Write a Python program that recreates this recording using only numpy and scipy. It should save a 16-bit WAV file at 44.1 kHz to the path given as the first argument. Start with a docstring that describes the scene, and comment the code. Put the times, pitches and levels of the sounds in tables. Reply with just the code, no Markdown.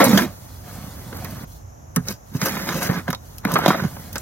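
"""A garden, outdoors: a steel shovel turns a gritty soil mix in a wheelbarrow, close to a two-port microphone.
In short pushes the blade grinds through grit as shaped noisy impacts; the tub booms as decaying low sines.
Lumps knock and hard grains clink as short bursts of cracks that ring the steel.
Lifted soil slides off and patters down as swarms of tiny impacts.
Behind lie a low outdoor rumble, diffuse air and a faint band of insects, all filtered noise."""
import sys
import numpy as np
from scipy import signal
from scipy.fft import rfft, irfft, next_fast_len
from scipy.io import wavfile
from scipy.ndimage import uniform_filter1d, map_coordinates

SR = 44100
rng = np.random.default_rng(int(sys.argv[2]) if len(sys.argv) > 2 else 0)


def store_wav(level_fs):
    """Save 16-bit WAV to argv[1]."""
    pcm = np.round(np.clip(np.atleast_2d(level_fs), -1, 1) * 32767)
    wavfile.write(sys.argv[1], SR, pcm.T.astype(np.int16))


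N = 185837

# modes of the soil-damped blade: (frequency [Hz], width [Hz], lift [dB])
BLADE_MODES = [(542, 33, 6.5), (1011, 31, 3.5), (1260, 85, 2), (1470, 19, 1.5), (1670, 22, -1.5),
               (2170, 37, 3.5), (2427, 64, 4.5), (3150, 66, 1.5), (3820, 69, 8.5), (4400, 20, -3),
               (4735, 110, 5.5), (5230, 65, 4.5), (6470, 49, 6.5)]
# colour of coarse scraping and of knocks: (frequency [Hz], relative level [dB])
GRIND_COLOUR = [(60, -27.5), (200, 5.5), (420, 1), (530, -0.5), (650, 0), (900, 0.5), (1250, -0.5),
                (1600, -2), (2100, -5), (2600, -13), (4200, -12.5), (6000, -23.5), (9000, -81)]
# colour of fine grit and of clinks: (frequency [Hz], relative level [dB])
GRIT_COLOUR = [(400, -66), (1800, -6.5), (3100, -3), (3900, -3.7), (4600, 0.5), (6200, 3), (8000, -2),
               (10000, -4.5), (12500, 0), (15500, -6.5)]


def scrape():
    """The blade sticks and slips through the mix; each push drives tub, steel and grit together."""
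    # pushes of the blade: (start [s], end [s], tub drone [dB], blade grind [dB], grit [dB],
    # loss of force from start to end [dB], resonance under the blade [Hz])
    strokes = [(0, 0.071, -25, -15.5, -24.5, 3.5, 520), (.085, 0.196, -17, -23, -27, 0, 465),
               (0.196, 0.233, -18.5, -23, -26, 3, 472), (2.088, 2.11, -35, -36.5, -33, -2.5, 1715),
               (2.359, 2.405, -32, -41, -38, 9, 1690), (2.431, 2.494, -39, -29, -28, 0, 1800),
               (2.509, 2.673, -29.5, -31, -32.5, 4.5, 1570), (2.679, 2.79, -27.5, -29.5, -33, -0.5, 2040),
               (2.824, 2.879, -27.5, -27, -28, 2.5, 2060), (2.896, 2.986, -30, -28.5, -37.5, 1.5, 1630),
               (3.484, 3.608, -33, -29.5, -40, -2, 1080), (3.61, 3.738, -33.5, -26, -38, -2.5, 1200),
               (3.762, 3.861, -30.5, -31.5, -39, 3, 1480)]
    # colour of the droning tub: (frequency [Hz], relative level [dB])
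    drone_colour = [(60, -31), (110, -19.5), (150, -6), (190, -1.5), (270, -12), (380, -21.5), (600, -29.5),
                    (1500, -74)]
    start, end, drone_db, grind_db, grit_db, loss_db, gap_hz = np.transpose(strokes)
    pushes = np.array([gesture(a, b, rise=0.049, fall=0.04, loss_db=loss)
                       for a, b, loss in zip(start, end, loss_db)])
    # the resonance glides from the middle of one push to the next
    hollow_hz = np.interp(np.arange(N) / SR, (start + end) / 2, gap_hz)
    slip = wobble(130)

    coarse = grains(ring(GRIND_COLOUR, BLADE_MODES), rate=1100, spread_db=2.0, bed_db=-1.5)
    fine = grains(ring(GRIT_COLOUR, BLADE_MODES), rate=1300, spread_db=2, bed_db=-1.0)
    hum = grains(ring(drone_colour), rate=400, spread_db=2.5, bed_db=-6.0)

    drone = strongest(pushes, drone_db) * hum
    coarse = shifting(coarse, patchy_db=2.0, centre_hz=hollow_hz, lift_db=4)
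    grind = strongest(pushes, grind_db) * amp(0.52 * slip) * coarse
    flicker = amp(0.59 * slip + 0.9 * wobble(300))
    grit = strongest(pushes, grit_db) * flicker * shifting(fine, patchy_db=1.6)
    return drone + grind + grit


def blows():
    """Single hard contacts of the blade, and the tub's answer."""
    # the blade hits lumps, bark or the tub wall:
    # (time [s], peak ahead of the ports [dB], lump's resonance [Hz], burst's t60 [s])
    knock_rows = [(.003, -2.5, 500, 0.031), (.015, -4.5, 520, 0.13), (.029, -6.5, 616, .035),
                  (.048, -7.5, 456, 0.04), (.071, -10, 458, 0.025), (.13, -11.5, 450, 0.039),
                  (.175, -7.5, 1700, 0.039), (.188, -10.5, 1530, .086), (1.127, -23, 597, 0.041),
                  (1.248, -23.5, 1975, 0.059), (1.963, -15.5, 1450, 0.098), (2.349, -27.5, 695, 0.027),
                  (2.416, -12, 2230, 0.054), (2.458, -15, 1520, 0.12), (2.568, -17.5, 456, 0.056),
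                  (2.689, -11, 2060, 0.024), (2.82, -15, 1960, 0.059), (2.891, -15.5, 457, 0.055),
                  (3.08, -14.5, 1450, 0.014), (3.086, -17, 840, 0.058), (3.104, -18.5, 1560, .025),
                  (3.129, -19, 1070, 0.065), (3.451, -10, 1370, 0.022), (3.485, -18, 1050, 0.033),
                  (3.512, -16, 1000, 0.065), (3.556, -5, 1180, 0.045), (3.564, -5.5, 1240, 0.053),
                  (3.589, -10, 850, 0.032), (3.661, 2.5, 890, 0.014), (3.68, -3, 740, 0.045),
                  (3.7045, -3, 1200, 0.04), (3.745, -12.5, 656, 0.07), (3.799, -17, 1560, .03),
                  (3.838, -18, 660, 0.027), (3.967, -27.5, 910, 0.037), (4.156, -18.5, 1630, 0.079)]
    # hard grit cracks against the steel:
    # (time [s], peak ahead of the ports [dB], grain's resonance [Hz], burst's t60 [s])
    clink_rows = [(.041, -3.5, 10400, 0.089), (.094, -11, 14100, .024), (.174, -5, 3300, 0.075),
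                  (1.17, -23.5, 13900, .018), (1.246, -20.5, 14200, .023), (1.309, -26, 14000, .015),
                  (1.9615, -4.5, 9000, 0.024), (2.085, -8.5, 5550, 0.0079), (2.124, -25, 14000, .009),
                  (2.415, -10, 4700, .035), (2.457, -10, 12400, .054), (2.689, -15, 4420, .016),
                  (2.829, -14.5, 10690, .06), (3.08, -26, 3550, 0.072), (3.103, -18, 12300, 0.041),
                  (3.129, -17, 6100, 0.019), (3.148, -16.5, 3850, .012), (3.383, -21, 12000, 0.0077),
                  (3.45, -15.5, 11900, 0.019), (3.518, -15.5, 13700, 0.046), (3.539, -10.5, 8950, 0.046),
                  (3.586, -16, 12690, .029), (3.659, -11.5, 3800, 0.034), (3.679, -11.5, 3830, 0.13),
                  (4.129, -19.5, 14400, 0.023), (4.157, -14.5, 4670, 0.015), (4.182, -10.5, 7700, 0.0036)]
    # breadth: width of the resonance as a share of its frequency
    knocks = contacts(knock_rows, GRIND_COLOUR, lift_db=9.5, breadth=0.6, swell_db=-19.5,
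                      crumble_db=-34, crumble_t60=0.037, spiky_db=4.5)
    clinks = contacts(clink_rows, GRIT_COLOUR, lift_db=10, breadth=0.4, swell_db=-28.5,
                      crumble_db=-31.5, crumble_t60=0.34, spiky_db=10)
    return knocks + clinks + booms(attack=0.0068)


def contacts(rows, colour, lift_db, breadth, swell_db, crumble_db, crumble_t60, spiky_db):
    """Each blow swells in briefly, bursts and crumbles away; it rings the blade and its own resonance."""
    lead = 1 / 50  # seconds of soft swell before the burst
    track = np.zeros(N)
    t = np.arange(SR // 5) / SR - lead
    for s, db, hz, t60 in rows:
        swell = amp(swell_db - 60 * np.abs(t) / 0.049)
        crumble = amp(crumble_db - 60 * np.abs(t) / crumble_t60)
        burst = amp(-60 * np.abs(t) / max(t60, .002)) + crumble
        uneven = amp(spiky_db * np.clip(rng.standard_normal(len(t)), -2, 2))
        cracks = rng.choice([-1, 1], len(t)) * uneven
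        body = ring(colour, [*BLADE_MODES, (hz, breadth * hz, lift_db)])
        hit = signal.fftconvolve(np.where(t < 0, swell, burst) * cracks, body)
        # the blow's strength is set by the peak that it reaches
        add(track, s - lead, amp(db) * hit / np.abs(hit).max())
    return track


def booms(attack):
    """The tub's low modes swell and die; their pitch shifts with where the blade pushes."""
    # shoves that make the tub boom: (time [s], level at the height of the swell [dB], pitch [Hz], t60 [s])
    shoves = [(0.0, -8, 284, 0.074), (.063, -8.5, 215, 0.059), (.077, -8, 215, 0.063),
              (.094, -11, 201.6, 0.17), (.128, -7, 197, 0.12), (.151, -8.5, 186.4, 0.11),
              (0.233, -15, 245, 0.09), (1.964, -9, 173, 0.12), (2.348, -11.5, 167, 0.043),
              (2.422, -18, 160, 0.064), (2.893, -7.5, 177, 0.026), (2.96, -21.5, 174, 0.18),
              (3.085, -16, 171.6, 0.1), (3.451, -10.5, 193, 0.047), (3.534, -13.5, 176, 0.088),
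              (3.678, -6, 195, 0.076), (3.817, -16.5, 147, 0.078), (3.844, -11, 151, 0.071)]
    # modes of the loaded tub: (multiple of the pitch [ratio], level [dB], share of the t60 [ratio])
    tub_modes = [(0.761, -14.5, 1.67), (1.003, -0.5, 0.82), (1.42, -10, 0.99), (2.45, -18, 0.78)]
    track = np.zeros(N)
    t = np.arange(SR // 3) / SR
    # soil cushions the shove, so the wall takes a moment to get going
    swell = 1 - np.exp(-(t / attack) ** 2)
    for s, db, hz, t60 in shoves:
        boom = np.zeros(len(t))
        for multiple, level, share in tub_modes:
            decay = amp(level + rng.normal(0, 1.14) - 60 * t / (t60 * share))
            boom += decay * np.sin(2 * np.pi * (hz * multiple * t + rng.random()))
        add(track, s, amp(db) * boom * swell / np.max(swell * amp(-60 * t / t60)))
    return track


def soil():
    """In each fall clods thud on the heap, crumbs patter with them and fine grains hiss off the blade."""
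    # falls of loose soil: (start [s], end [s], rise over 20 dB [s], fall over 20 dB [s],
    # clods and crumbs [dB], fine hiss [dB], thinning from start to end [dB])
    pours = [(0.252, 0.283, 0.034, 0.13, -32.5, -45, 4), (.3, .62, .05, .1, -47.5, -47.8, 1),
             (.7, 1.135, .2, .06, -38.5, -43.5, 3), (1.145, 1.445, .04, .008, -35.5, -43, 3),
             (1.478, 1.557, 0.017, 0.089, -70, -50.5, -1.5), (2.286, 2.34, 0.13, .05, -60, -54.5, 8),
             (2.996, 3.14, .05, 0.087, -45, -50, 3), (3.247, 3.387, 0.14, 0.065, -53, -52, -2.5),
             (3.88, 4.075, 0.083, 0.21, -40.5, -43.5, 1.5), (4.15, 4.21, 0.11, .05, -41, -43, 1)]
    # colour of clods: (frequency [Hz], relative level [dB])
    thud_colour = [(50, -6), (110, -0.5), (180, 3.5), (280, -6), (400, -19.5), (1200, -38.5)]
    # colour of crumbs: (frequency [Hz], relative level [dB])
    patter_colour = [(60, -33), (220, -6.5), (420, -2.5), (550, 0.5), (900, -2), (1400, -4), (2000, -8),
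                     (2800, -17.5), (6000, -16), (12000, -36)]
    # colour of fine grains: (frequency [Hz], relative level [dB])
    hiss_colour = [(400, -55), (1500, -43), (3000, -3.5), (4500, -0.5), (6200, 0), (8500, 0), (12500, 1),
                   (15500, -1.5)]
    falls = np.array([gesture(start, end, rise, fall, thinning)
                      for start, end, rise, fall, _, _, thinning in pours])
    *_, clod_db, hiss_db, _ = np.transpose(pours)

    thuds = grains(ring(thud_colour), rate=150, spread_db=2.5, bed_db=-6.5)
    crumbs = grains(ring(patter_colour), rate=500, spread_db=1.0, bed_db=1.5)
    patter = amp(-5.5) * shifting(crumbs, patchy_db=1.5)
    hiss = amp(0.23 * wobble(52)) * grains(ring(hiss_colour), rate=2300, spread_db=9, bed_db=9)
    return strongest(falls, clod_db) * (thuds + patter) + strongest(falls, hiss_db) * hiss


def garden():
    """Distant rumble, one wave at both ports but stronger at the right; diffuse air and insects, apart at each."""
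    # colour of the distant rumble: (frequency [Hz], relative level [dB])
    rumble_colour = [(20, -34), (35, -11), (50, -1), (70, -2), (92, 4), (120, -3), (170, -15.5),
                     (330, -23.5), (1000, -66), (4000, -90)]
    # colour of the open air: (frequency [Hz], relative level [dB])
    air_colour = [(150, 6), (350, -2.5), (700, 1), (1100, -6), (2200, -16.5), (4400, -25.5), (9000, -27.5),
                  (13000, -16), (15500, -32)]
    # band of the insects: (frequency [Hz], relative level [dB])
    insect_colour = [(3500, -60), (4900, -10), (5600, -0.5), (6300, 3.5), (7100, -1.5), (8500, -29),
                     (11000, -60)]

    def noise(colour, channels):
        """Steady noise of a given colour; rms 1."""
        white = rng.standard_normal((channels, N))
        return unit(filtered(white, lambda hz: amp(along(colour, hz))))

    rumble = amp(-41.0 + 1.4 * wobble(5.66)) * noise(rumble_colour, channels=1) * amp([[-1.5], [1.5]])
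    air = amp(-48.5 + 0.204 * wobble(3.4)) * noise(air_colour, channels=2)
    insects = amp(-57.5 + 0.26 * wobble(20)) * noise(insect_colour, channels=2)
    return rumble + air + insects


def ports(x, scatter_t60, scatter_db):
    """The sound reaches the left port first; short scattered copies, unlike at each port, drift in their blend."""
    # phase between the ports: (frequency [Hz], left lead [rad])
    lead_curve = [(200, 0), (690, .5), (1400, .2), (1900, .45), (3000, 1.9), (4300, 2.9), (5800, 4),
                  (8000, 3.4), (10000, 4.5), (13000, 2 * np.pi)]
    # level between the ports: (frequency [Hz], left minus right [dB])
    tilt_curve = [(60, 0.5), (250, -5), (700, -1), (1300, 0), (2400, -3), (4400, -4.5), (8100, 4.5),
                  (14000, -1.5)]
    # colour of the scattered sound: (frequency [Hz], level ahead of scatter_db [dB])
    scatter_curve = [(200, -25), (600, -5.5), (1300, -12.5), (2300, -2.5), (4000, -1), (6000, -4),
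                     (8500, -7.5), (13000, -17.5)]
    t = np.arange(SR // 10) / SR
    walls = rng.standard_normal((2, len(t))) * amp(-60 * t / scatter_t60)
    walls = walls / np.linalg.norm(walls[0])
    first, second = signal.fftconvolve(x[None], walls, axes=1)[:, :N]
    turn = 2 * np.array([wobble(12), wobble(12)])
    scattered = np.cos(turn) * first + np.sin(turn) * second

    # each port takes half of the difference
    side = np.array([[1], [-1]]) / 2
    direct = filtered(x, lambda hz: amp(side * along(tilt_curve, hz)) * np.exp(1j * side * along(lead_curve, hz)))
    return direct + filtered(scattered, lambda hz: amp(scatter_db + along(scatter_curve, hz)))


def gesture(start, end, rise, fall, loss_db):
    """Gain of one movement: it builds up, loses loss_db from start to end, dies away; rise and fall span 20 dB."""
    t = np.arange(N) / SR
    outside = np.maximum(start - t, 0) / rise + np.maximum(t - end, 0) / fall
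    return amp(-20 * np.minimum(outside, 10) - loss_db * np.interp(t, [start, end], [0, 1]))


def strongest(gestures, levels_db):
    """At each moment the strongest movement sets the gain."""
    return np.max(gestures * amp(levels_db)[:, None], axis=0)


def grains(body, rate, spread_db, bed_db):
    """Random tiny impacts (rate a second) of uneven size on a bed of finer ones, ringing a body; rms 1."""
    size = amp(spread_db * np.minimum(rng.exponential(size=N), 4))
    kicks = (rng.random(N) < rate / SR) * size * rng.choice([-1, 1], N)
    force = unit(kicks) + amp(bed_db) * rng.standard_normal(N)
    return unit(signal.fftconvolve(force, body)[:N])


def shifting(x, patchy_db, centre_hz=None, lift_db=0):
    """Ever new contacts favour other frequencies; a broad resonance may glide through; short-time power stays."""
    hz, t, z = signal.stft(x, SR, nperseg=512)
    patches = uniform_filter1d(rng.standard_normal(z.shape), size=3, axis=0)
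    patches = uniform_filter1d(patches, size=4, axis=1)
    db = patchy_db * unit(patches)
    if centre_hz is not None:
        octaves = np.log2((hz[:, None] + 1) / np.interp(t, np.arange(N) / SR, centre_hz))
        db = db + lift_db * np.exp(-(octaves / 0.4) ** 2)
    shaped = z * amp(db)

    def power(v):
        """Power of each frame, averaged over its neighbours."""
        return uniform_filter1d(np.sum(np.abs(v) ** 2, axis=0), size=9) + 1e-12

    levelled = shaped * np.sqrt(np.abs(power(z) / power(shaped)))
    return signal.istft(levelled, SR, nperseg=512)[1][:N]


def ring(colour, modes=(), size=4096):
    """Causal (minimum-phase) impulse response with this colour, lifted at each mode."""
    hz = np.fft.rfftfreq(size, 1 / SR)
    db = along(colour, hz) + sum(lift / (1 + (2 * (hz - f) / width) ** 2) for f, width, lift in modes)
    cepstrum = irfft(np.log(amp(db)))
    # folding the cepstrum onto positive times makes the response causal
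    fold = 1 + np.sign(size // 2 - np.arange(size))
    fold[0] = 1
    return irfft(np.exp(rfft(cepstrum * fold)))


def wobble(rate):
    """A smooth random curve, rate knots a second."""
    knots = rng.standard_normal(int(N * rate / SR) + 4)
    return map_coordinates(knots, [np.arange(N) * rate / SR])


def filtered(x, response):
    """x times a complex response of frequency."""
    m = next_fast_len(N + SR // 2)
    return irfft(rfft(x, m) * response(np.fft.rfftfreq(m, 1 / SR)), m)[..., :N]


def add(track, s, sound):
    """Lay a sound into the track at s seconds, trimmed to fit."""
    start = round(s * SR)
    sound, start = sound[max(-start, 0):], max(start, 0)
    track[start:start + len(sound)] += sound[:N - start]


def along(points, hz):
    """Read (frequency, value) points on a log-frequency axis."""
    f, v = np.transpose(points)
    return np.interp(np.log(hz + 1), np.log(f + 1), v)


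def amp(db):
    """Decibels to gain."""
    return 10 ** (np.asarray(db) / 20)


def unit(x):
    """Scale to rms 1."""
    return x / np.sqrt(np.mean(x ** 2) + 1e-20)


def scene():
    """Blade and soil each reach the ports with their own scattering; the garden lies behind."""
    blade = ports(scrape() + blows(), scatter_t60=0.03, scatter_db=-0.5)
    falling_soil = ports(soil(), scatter_t60=0.077, scatter_db=1.5)
    return blade + falling_soil + garden()


def record(dry):
    """The recorder reshapes stereo width, drops deep bass, rounds off high peaks and cuts all above its band."""
    # stereo width: (frequency [Hz], gain of the left-right difference [dB])
    width_curve = [(150, 0), (300, 0), (600, 4), (1500, 4.5), (3500, -2), (7000, -2), (12000, 1)]
    side = filtered((dry[0] - dry[1]) / 2, lambda hz: amp(along(width_curve, hz)))
    wide = dry.mean(axis=0) + np.array([side, -side])
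    lean = signal.sosfilt(signal.butter(2, 42, "highpass", fs=SR, output="sos"), wide)
    rounded = lean / (1 + np.abs(lean / .95) ** 6) ** (1 / 6)
    return filtered(rounded, lambda hz: hz < 15950)


dry = scene()
out = record(dry)
store_wav(out)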